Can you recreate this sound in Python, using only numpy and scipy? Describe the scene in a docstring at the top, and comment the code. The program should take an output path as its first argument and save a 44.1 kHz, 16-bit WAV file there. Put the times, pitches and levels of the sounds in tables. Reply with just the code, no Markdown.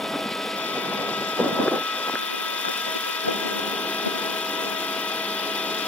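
"""You hear a steady whine over a droning, clattering diesel: a truck crane idling fast in an open yard,
some ten metres to the left. The pistons of its hydraulic pump make the whine, a stack of tones. The engine
hums through its exhaust and knocks against ringing panels, while air hisses in ticks. Wind buffets the two
microphone openings (ports): at first it presses both alike, later it pushes one as it pulls the other.
The bass of the whole sound, engine and wind alike, ducks for over a second, probably from the phone's
wind filter."""
import sys
import numpy as np
from scipy import signal
from scipy.fft import rfft, irfft, next_fast_len
from scipy.io import wavfile
from scipy.ndimage import uniform_filter1d, map_coordinates

SR = 44100
rng = np.random.default_rng(int(sys.argv[2]) if len(sys.argv) > 2 else 0)


def pcm_store(signal):
    """Save signal as 16-bit PCM."""
    levels = np.round(np.clip(np.atleast_2d(signal), -1, 1) * 32767)
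    wavfile.write(sys.argv[1], SR, levels.astype(np.int16).T)


N = 258867
T, SIZE = np.arange(N) / SR, next_fast_len(N)
HZ = np.arange(SIZE // 2 + 1) * SR / SIZE

# The tone colours of six noises. Each row: frequency in Hz, relative strength there in dB.
YARD_SPECTRUM = [(25, -104), (50, -104), (90, -94), (150, -91), (250, -104), (500, -125)]
WIND_SPECTRUM = [(40, -50), (90, -27), (130, -11), (220, -1), (350, -5.5), (520, -3.5), (800, -7),
                 (1200, -15), (2000, -26), (3000, -63), (5000, -80)]
HISS_SPECTRUM = [(2500, -120), (4000, -95), (6300, -79), (7000, -87.5), (9000, -80), (10000, -82),
                 (12000, -85.5), (16000, -85)]
DRONE_SPECTRUM = [(40, -108), (90, -87), (130, -80), (170, -68), (230, -67), (300, -62), (450, -62.5),
                  (560, -67.5), (800, -64), (1100, -75.5), (1600, -77.5), (2500, -120)]
KNOCK_SPECTRUM = [(500, -120), (900, -69.5), (1150, -70.5), (1400, -71.5), (1650, -68.5), (1800, -76),
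                  (2000, -67.5), (2230, -74.5), (2450, -68), (2750, -72), (3000, -71), (3200, -68),
                  (3300, -70), (3600, -66), (3900, -74), (4400, -78.5), (5200, -102), (7000, -120)]
TAPPET_SPECTRUM = [(2500, -110), (3800, -78.5), (4400, -76), (5000, -72.5), (5700, -79.5), (6300, -89),
                   (7500, -78.5), (10000, -120)]
# Steady wind. Each row: time in seconds, level alike on both ports in dB, opposed level in dB.
BREEZE = [(0, -34.5, -49), (.65, -36, -51), (.8, -32, -42), (1.15, -34.5, -44), (1.32, -38.5, -59),
          (1.42, -28.5, -35), (1.77, -33.5, -40), (1.88, -41, -54), (2.16, -38.5, -46), (2.2, -47, -38),
          (2.75, -42, -44), (3.2, -49, -43), (3.45, -70, -39), (3.75, -72, -40), (3.95, -65, -53),
          (4.4, -70, -54), (4.9, -70, -54), (5.87, -70, -46.5)]
# Gusts. Each row: time of the peak in seconds, alike level in dB, opposed level in dB, fade in seconds.
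GUSTS = [(.15, -31, -45, 0.018), (.26, -30.5, -60, 0.017), (1.403, -23, -29, 0.03), (1.46, -32, -38, 0.03),
         (1.597, -23, -26, 0.026), (1.64, -25.5, -37, 0.02), (1.685, -25, -29, 0.012),
         (1.74, -25.5, -32, 0.033), (1.945, -35.5, -50, 0.16), (2.095, -32, -36, 0.014),
         (2.15, -31, -39, 0.009), (2.33, -43, -32, .04), (2.5, -44, -35, .04), (2.68, -49, -28, 0.022),
         (2.88, -39.5, -39, 0.08), (2.97, -48, -33, 0.017), (3.08, -56, -37, 0.043), (3.29, -45, -25, 0.03),
         (3.42, -60, -31, .06), (3.58, -60, -34, 0.032), (4.07, -60, -27, 0.028), (4.15, -64, -31, 0.044),
         (4.26, -58, -37, 0.073), (4.6, -58, -36, 0.08), (4.72, -60, -39, 0.14)]
# Wind thumps. Each row: start in seconds, level in dB, pitch in Hz, snap level against the thump in dB,
# snap pitch in Hz.
THUMPS = [(0.154, -22, 268, -12, 1250), (0.256, -21, 244, -14, 1250), (0.316, -27, 215, -6, 1250),
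          (1.392, -16, 497, -12, 800), (1.4, -9.5, 484, -9, 1000), (1.409, -16, 254, -19, 1000),
          (1.419, -21, 291, -19, 1000), (1.441, -19, 350, -8, 1000), (1.459, -13.5, 303, -10, 1000),
          (1.479, -18, 480, -10, 1000), (1.511, -18, 500, -6, 1000), (1.522, -20, 192, -16, 1000),
          (1.59, -19, 480, -10, 1000), (1.597, -11.5, 252, -19, 1250), (1.627, -18, 330, -10, 900),
          (1.636, -17, 240, -10, 1000), (1.658, -18, 450, -10, 1000), (1.679, -10.5, 400, -2.5, 1370),
          (1.716, -14.5, 320, -3, 1000), (1.74, -16, 374, -7, 900), (1.75, -29, 282, -8, 900),
          (1.782, -23.5, 400, -1, 1100), (2.0965, -26, 353, 12, 850), (2.136, -23, 250, -14, 1000),
          (2.145, -24, 400, -12, 1000), (2.155, -23.5, 500, 10.5, 1560), (2.674, -29, 229, -14, 1250)]
# Sharp snaps of the opposed wind. Each row: start in seconds, level in dB.
SNAPS = [(2.084, -21), (2.154, -20), (2.181, -24), (2.232, -21), (2.652, -15), (2.685, -17), (3.267, -22),
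         (3.29, -28)]
# Loudness over time. Each row: time in seconds, then bass, clatter and hiss gains in dB.
# The bass gain ducks engine and wind alike for over a second.
LEVELS = [(0, -1, -1, -3.5), (.55, -3.5, 0.5, -4), (1.2, -1, 0.5, -4.5), (1.8, -10.5, 1, -2.5),
          (1.9, -10, 2, -4), (2.2, -11, 1.5, -1), (2.75, -11, 2, 1), (2.92, -6, 2.5, 0.5),
          (3.1, -13, 2.3, 2), (3.17, -11, 2, -1), (3.28, -0.5, 2, 0), (3.8, -0.5, 2, 0.5),
          (4.5, -1.5, 1.83, 0.5), (5.87, -2, 2.5, 0)]
# The tappets' loudness. Each row: time in seconds, gain of the lower band in dB, of the upper band in dB.
TAPPET_LEVELS = [(0, -2, -1), (.7, 1.5, 1.5), (.9, 1, -2), (1.25, 1.5, 3.5), (1.8, -0.5, -2), (2, -0.5, 2),
                 (2.3, -1.5, -4), (2.75, 0.5, 3), (2.9, -1, 1), (3.2, 1.5, -0.5), (3.5, -3, 2.5),
                 (3.8, 0, -4.5), (4.2, 1, 0.5), (4.7, -2.5, 0.5), (5, 0, -1), (5.4, 2, -4.5),
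                 (5.87, -0.5, 3)]
# Exhaust tones. Each row: multiple of the crankshaft's speed, base level in dB.
EXHAUST_TONES = [(4, -66.5), (8, -44.5), (11, -46.5), (12, -53.5), (13, -52.5), (14, -49.5), (15, -52.5),
                 (16, -44), (17, -51), (18, -45.5), (19, -54.5), (21, -55.5), (28, -55), (29, -54)]
# Ringing panels. Each entry: pitch in Hz.
PANEL_HZ = [2050, 2360, 2480, 2515, 2695, 2885, 3020, 3120, 3345, 3455, 3540, 3676, 5645]
# The same panels in order. Each row: width of the ring in Hz, base level in dB.
PANEL_RINGS = [(60, -68), (30, -54), (30, -46), (35, -48), (30, -56), (40, -45), (40, -53.5), (70, -61),
               (30, -49), (60, -44), (40, -50.5), (14, -49.5), (70, -54.5)]
# Main pump tones. Each row: time in seconds, then levels in dB at 2, 4, 5, 7 and 11 times the piston rate.
MAIN_PUMP_TONES = [ (0, -34.5, -38.5, -55, -49, -53), (.25, -39.5, -36, -52, -49, -47),
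                   (.8, -40, -35.5, -50, -40.5, -42), (1.1, -41.5, -33, -44, -43, -45),
                   (1.7, -39, -32, -44, -60, -40.5), (1.93, -51, -31, -47, -56, -41),
                   (1.99, -39, -36, -46, -56, -41), (2.08, -50, -30, -43, -58, -47),
                   (2.2, -53, -35.5, -43, -59, -40), (2.33, -49, -37.5, -47, -60, -42),
                   (2.45, -49.5, -33.5, -42, -60, -40.5), (2.65, -44, -39, -42, -62, -35.5),
                   (2.8, -53, -36, -43, -62, -38), (2.92, -35.5, -36, -40, -62, -42),
                   (3.1, -58, -34.5, -42, -62, -45), (3.22, -39.5, -36.5, -41, -62, -41),
                   (3.7, -41, -37, -40, -65, -39.5), (4.3, -38.5, -36.5, -41, -58, -43),
                   (5, -39.5, -36.5, -44, -58, -47), (5.87, -39.5, -36.5, -49, -60, -50)]
# Other pump tones. Each row: multiple of the piston rate, base level in dB, shimmer in dB (tone() limits
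# it), how strongly it follows the bass gain, how strongly it follows the clatter gain.
OTHER_PUMP_TONES = [(3, -45.5, 1.5, 0.25, 1.3), (6, -44, 5, 0, 0.86), (8, -45.5, 5, 0.019, 1.8),
                    (9, -57, 5, 0.54, 4.3), (10, -49, -0.3, 0.27, 3.5), (13, -52.5, 2.2, 0.31, 2.1)]
# The phone's body between the ports. Each row: frequency in Hz, left minus right in dB, likeness 0 to 1.
PORT_BALANCE = [(100, 0, 0.98), (1100, 2, 0.95), (1710, 0, 0.93), (2150, 14, 0.9), (2430, 11, 0.55),
                (3140, 3, 0.81), (3590, 2.5, 0.98), (4150, 0.5, 0.89), (5100, 7, 0.83), (5600, 3, 0.66),
                (8580, 0, 1), (10340, -3, 0.69), (11700, -1.5, 0.77), (13900, -.1, 0.96)]
# How far the left port is ahead. Each row: frequency in Hz, phase lead in radians.
LEFT_LEAD = [(100, 0), (1100, .3), (2050, 1.7), (2500, .6), (3100, .5), (3700, 1.1), (4500, 2.7),
             (5700, 2.1), (7000, 2.9), (9000, 3.2), (10100, 4.1), (11300, 4.4), (13000, 6.28)]


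def undb(db):
    """Turns decibels into a plain multiplier."""
    return 10 ** (np.asarray(db) / 20)


def curves(table):
    """Turns each column of a time table into one value per sample."""
    s, *columns = np.transpose(table)
    return [np.interp(T, s, c) for c in columns]


def across(table, column):
    """Spreads one column of a frequency table over all the frequencies in HZ."""
    rows = np.array(table)
    return np.interp(np.log(HZ + 1), np.log(rows[:, 0]), rows[:, column])


def density(table):
    """The gains that give white noise the table's tone colour."""
    return undb(across(table, column=1)) * np.sqrt(SR / 2)


def colour(x, gain):
    """Filters a sound with one gain for each frequency."""
    return irfft(rfft(x, SIZE) * gain, SIZE)[..., :N]


def blend(pairs):
    """Filters each sound by its own gains and adds them up."""
    return sum(colour(x, gain) for x, gain in pairs)


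def walk(rate):
    """A smooth random wobble with `rate` new values a second."""
    k = int(SR / rate)
    steps = np.repeat(rng.standard_normal(N // k + 1), k)
    return 2 * uniform_filter1d(uniform_filter1d(steps, k), k)[:N]


def flutter(rate):
    """A wobble without its slow swells."""
    quick = walk(rate)
    return quick - uniform_filter1d(quick, size=SR // 7)


def pulses(turns, depth, sharp):
    """A rounded puff at each whole turn, on top of a steady flow."""
    flow = 1 + depth * np.exp(sharp * (np.cos(2 * np.pi * turns) - 1))
    return flow / np.sqrt(np.mean(flow ** 2))


def noise():
    """Noise on three paths: direct, scattered to the left port, scattered to the right."""
    return rng.standard_normal((3, N))


def tone(turns, db, shimmer_db, blur):
    """A tone that wavers in level and phase on its way through gusty air."""
    shimmer = np.clip(shimmer_db, 0, 2.2) * (flutter(24) + walk(9) / 4)
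    sway = blur * walk(30)
    return np.sqrt(2) * undb(db + shimmer) * np.sin(2 * np.pi * turns + sway + 7 * rng.random())


def add_blip(out, s, db, hz, rise_s):
    """Adds a few cycles that swell and quickly die away."""
    t, i = T[:2000], int(s * SR)
    swell = (t / rise_s * np.exp(1 - t / rise_s)) ** 2
    out[i:i + len(t)] += undb(db) * swell * np.sin(2 * np.pi * hz * t)


def yard():
    """The faint, distant rumble of the yard."""
    return colour(rng.standard_normal((2, N)), density(YARD_SPECTRUM))


def scrape(at_s=.325):
    """One brief scrape nearby, with a low chirp in it."""
    rub = rng.standard_normal(N) * np.exp(-((T - at_s) / .013) ** 2)
    rasp = 1 / (1 + ((HZ - 3400) / 1400) ** 4)
    chirp = 1.7 / (1 + ((HZ - 2050) / 90) ** 2)
    return colour(rub, undb(-22.5) * (rasp + chirp))


def wind_strength(rise_s=.025):
    """How hard the alike and the opposed wind blow: a breeze, plus gusts that swell and fade."""
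    t = T[::44]
    s, alike_db, opposed_db, fade_s = np.transpose(GUSTS)[:, :, None]
    shape = np.exp(-np.where(t < s, ((t - s) / rise_s) ** 2, (t - s) / fade_s))
    gusts = [np.interp(T, t, np.linalg.norm(undb(db) * shape, axis=0)) for db in (alike_db, opposed_db)]
    return [np.hypot(undb(breeze_db), gust) for breeze_db, gust in zip(curves(BREEZE), gusts)]


def eddies(strength, flutter_db):
    """Swirls of air press on a port, each for a few hundredths of a second."""
    air = colour(rng.standard_normal(N) * undb(flutter_db * np.tanh(walk(75))), density(WIND_SPECTRUM))
    return air / np.sqrt(np.mean(air ** 2)) * strength


def wind_thumps():
    """The air in the port's hollow swings a few times under a brief snap."""
    out = np.zeros(N)
    for s, db, hz, snap_db, snap_hz in THUMPS:
        add_blip(out, s, db, hz, rise_s=1.08 / hz)
        add_blip(out, s, db + snap_db, snap_hz, rise_s=.0007)
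    return out


def opposed_wind(strength, low_hz=144, high_hz=890):
    """Snapping wind pushes one port as it pulls the other, harder on the left."""
    band = 1 / np.sqrt((1 + (HZ / high_hz) ** 2) * (1 + (low_hz / (HZ + 1)) ** 4))
    push = colour(eddies(strength, flutter_db=4.3), band)
    for s, db in SNAPS:
        add_blip(push, s, db, hz=1300, rise_s=.0006)
    return push * np.array([[undb(4.5)], [-undb(.8)]])


def air_hiss(crank, hiss_db, ticks_per_turn=1.871):
    """A ticking hiss, perhaps the belt-driven compressor; its two bands flutter separately."""
    ticks = ticks_per_turn * crank
    ticks += .035 * np.cos(2 * np.pi * ticks)  # sharpens the start of each tick
    puffs = noise() * pulses(ticks, depth=.72, sharp=4.6) * undb(hiss_db)
    upper = np.clip((HZ - 9000) / 4000, 0, 1)
    return blend((puffs * undb(1.1 * flutter(70)), np.sqrt(band) * density(HISS_SPECTRUM))
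                 for band in (upper, 1 - upper))


def tappets(crank, split_hz=5160):
    """The small parts that work the valves rattle eight times a turn and swell once a turn."""
    beat = pulses(8 * crank, depth=.21, sharp=1.3) * pulses(crank, depth=.54, sharp=3.6)
    taps = noise() * beat * undb(.75 * flutter(50))
    lower = 1 / (1 + (HZ / split_hz) ** 24)
    return blend((taps * undb(db), band * density(TAPPET_SPECTRUM))
                 for db, band in zip(curves(TAPPET_LEVELS), (lower, 1 - lower)))


def engine_knocks(crank, repeat_share=.3):
    """Eight knocks a turn set the panels ringing; part of the noise repeats on every turn."""
    knocks = noise()
    one_turn = rng.standard_normal(int(N / crank[-1]))
    repeated = map_coordinates(one_turn, [(crank + .0015 * walk(6)) * len(one_turn)], mode="grid-wrap")
    knocks[0] = np.sqrt(repeat_share) * repeated + np.sqrt(1 - repeat_share) * knocks[0]
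    knocks *= pulses(8 * crank, depth=.21, sharp=1.7)
    ring_power = sum(undb(2 * db) * SR / (np.pi * width) * 2 / (1 + (2 * (HZ - hz) / width) ** 2) ** 2
                     for hz, (width, db) in zip(PANEL_HZ, PANEL_RINGS))
    return colour(knocks, np.sqrt(density(KNOCK_SPECTRUM) ** 2 + ring_power))


def engine_drone(crank):
    """The exhaust hums at multiples of the engine's speed, inside a low rushing noise."""
    drone = colour(noise() * undb(.8 * walk(14)), density(DRONE_SPECTRUM))
    drone[0] += sum(tone(k * crank, db, shimmer_db=2.3, blur=.34) for k, db in EXHAUST_TONES)
    return drone


def pump_whine(strokes, bass_db, clatter_db):
    """The pistons send out ripples of pressure, heard as a stack of tones; higher ones blur more."""
    main = sum(tone(k * strokes, db, shimmer_db=.9 + 1.6 / k, blur=.15 + .012 * k)
               for k, db in zip((2, 4, 5, 7, 11), curves(MAIN_PUMP_TONES)))
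    others = sum(tone(k * strokes, db + bass * bass_db + clatter * clatter_db, shimmer_db, blur=.018 * k)
                 for k, db, shimmer_db, bass, clatter in OTHER_PUMP_TONES)
    return main + others


def piston_strokes(top_hz=325.25, sag_hz=2.3, sag_every_s=.3125, slowing_hz_per_s=.118):
    """Counts the pump's strokes so far; the speed sags regularly and slowly drifts down."""
    sag = np.abs(np.cos(np.pi * (T - .081) / sag_every_s)) ** 4
    return np.cumsum(top_hz - slowing_hz_per_s * T - sag_hz * sag) / SR


def ports(direct, left, right, widens_s=.53):
    """Direct sound reaches the left port first and scatter fills in. The stereo starts narrow."""
    like = np.clip(across(PORT_BALANCE, column=2), 0, 1)
    # each port takes half of the difference in level and phase
    half = undb(across(PORT_BALANCE, column=1) / 2) * np.exp(1j * across(LEFT_LEAD, column=1) / 2)
    even = np.sqrt(2 / (abs(half) ** 2 + abs(half) ** -2))  # keeps the total power the same
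    wide = np.array([blend(((direct, even * tilt * like), (scatter, even * tilt * np.sqrt(1 - like ** 2))))
                     for tilt, scatter in ((half, left), (1 / half, right))])
    middle = colour(direct, np.sign(half.real) * undb(-1 - 2.2 * np.clip(HZ / 8000, 0, 1)))
    sides = colour(wide - wide[::-1], 1 / (1 + (HZ / 5600) ** 30))
    opened = np.clip((T - widens_s) / .06, 0, 1)
    return opened * wide + (1 - opened) * (middle + .28 * sides)


def duck_bass(sound, bass_db, below_hz=228):
    """The bass of engine and wind alike ducks for over a second, probably the phone's wind filter."""
    deep = colour(sound, 1 / (1 + (HZ / below_hz) ** 4))
    return sound + deep * (undb(bass_db) - 1)


def scene():
    """Mixes crane, wind and yard in stereo; one shared speed drives pump, engine and hiss."""
    bass_db, clatter_db, hiss_db = curves(LEVELS)
    strokes = piston_strokes()
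    crank = strokes / 12.67  # turns of the engine's crankshaft so far
    paths = undb(bass_db) * engine_drone(crank)
    paths += undb(clatter_db) * (engine_knocks(crank) + tappets(crank))
    paths += air_hiss(crank, hiss_db)
    paths[0] += pump_whine(strokes, bass_db, clatter_db) + scrape()  # direct path only
    alike, opposed = wind_strength()
    wind = eddies(alike, flutter_db=3.1) + wind_thumps() + opposed_wind(opposed)
    return duck_bass(ports(*paths) + wind, bass_db) + yard()


def record(dry):
    """The phone cuts the bass below 75 Hz against wind, and the treble steeply above 15750 Hz."""
    thin = signal.sosfilt(signal.butter(2, 75, "high", fs=SR, output="sos"), dry)
    return signal.sosfilt(signal.ellip(12, .2, 75, 15750, fs=SR, output="sos"), thin)


dry = scene()
out = record(dry)
pcm_store(out)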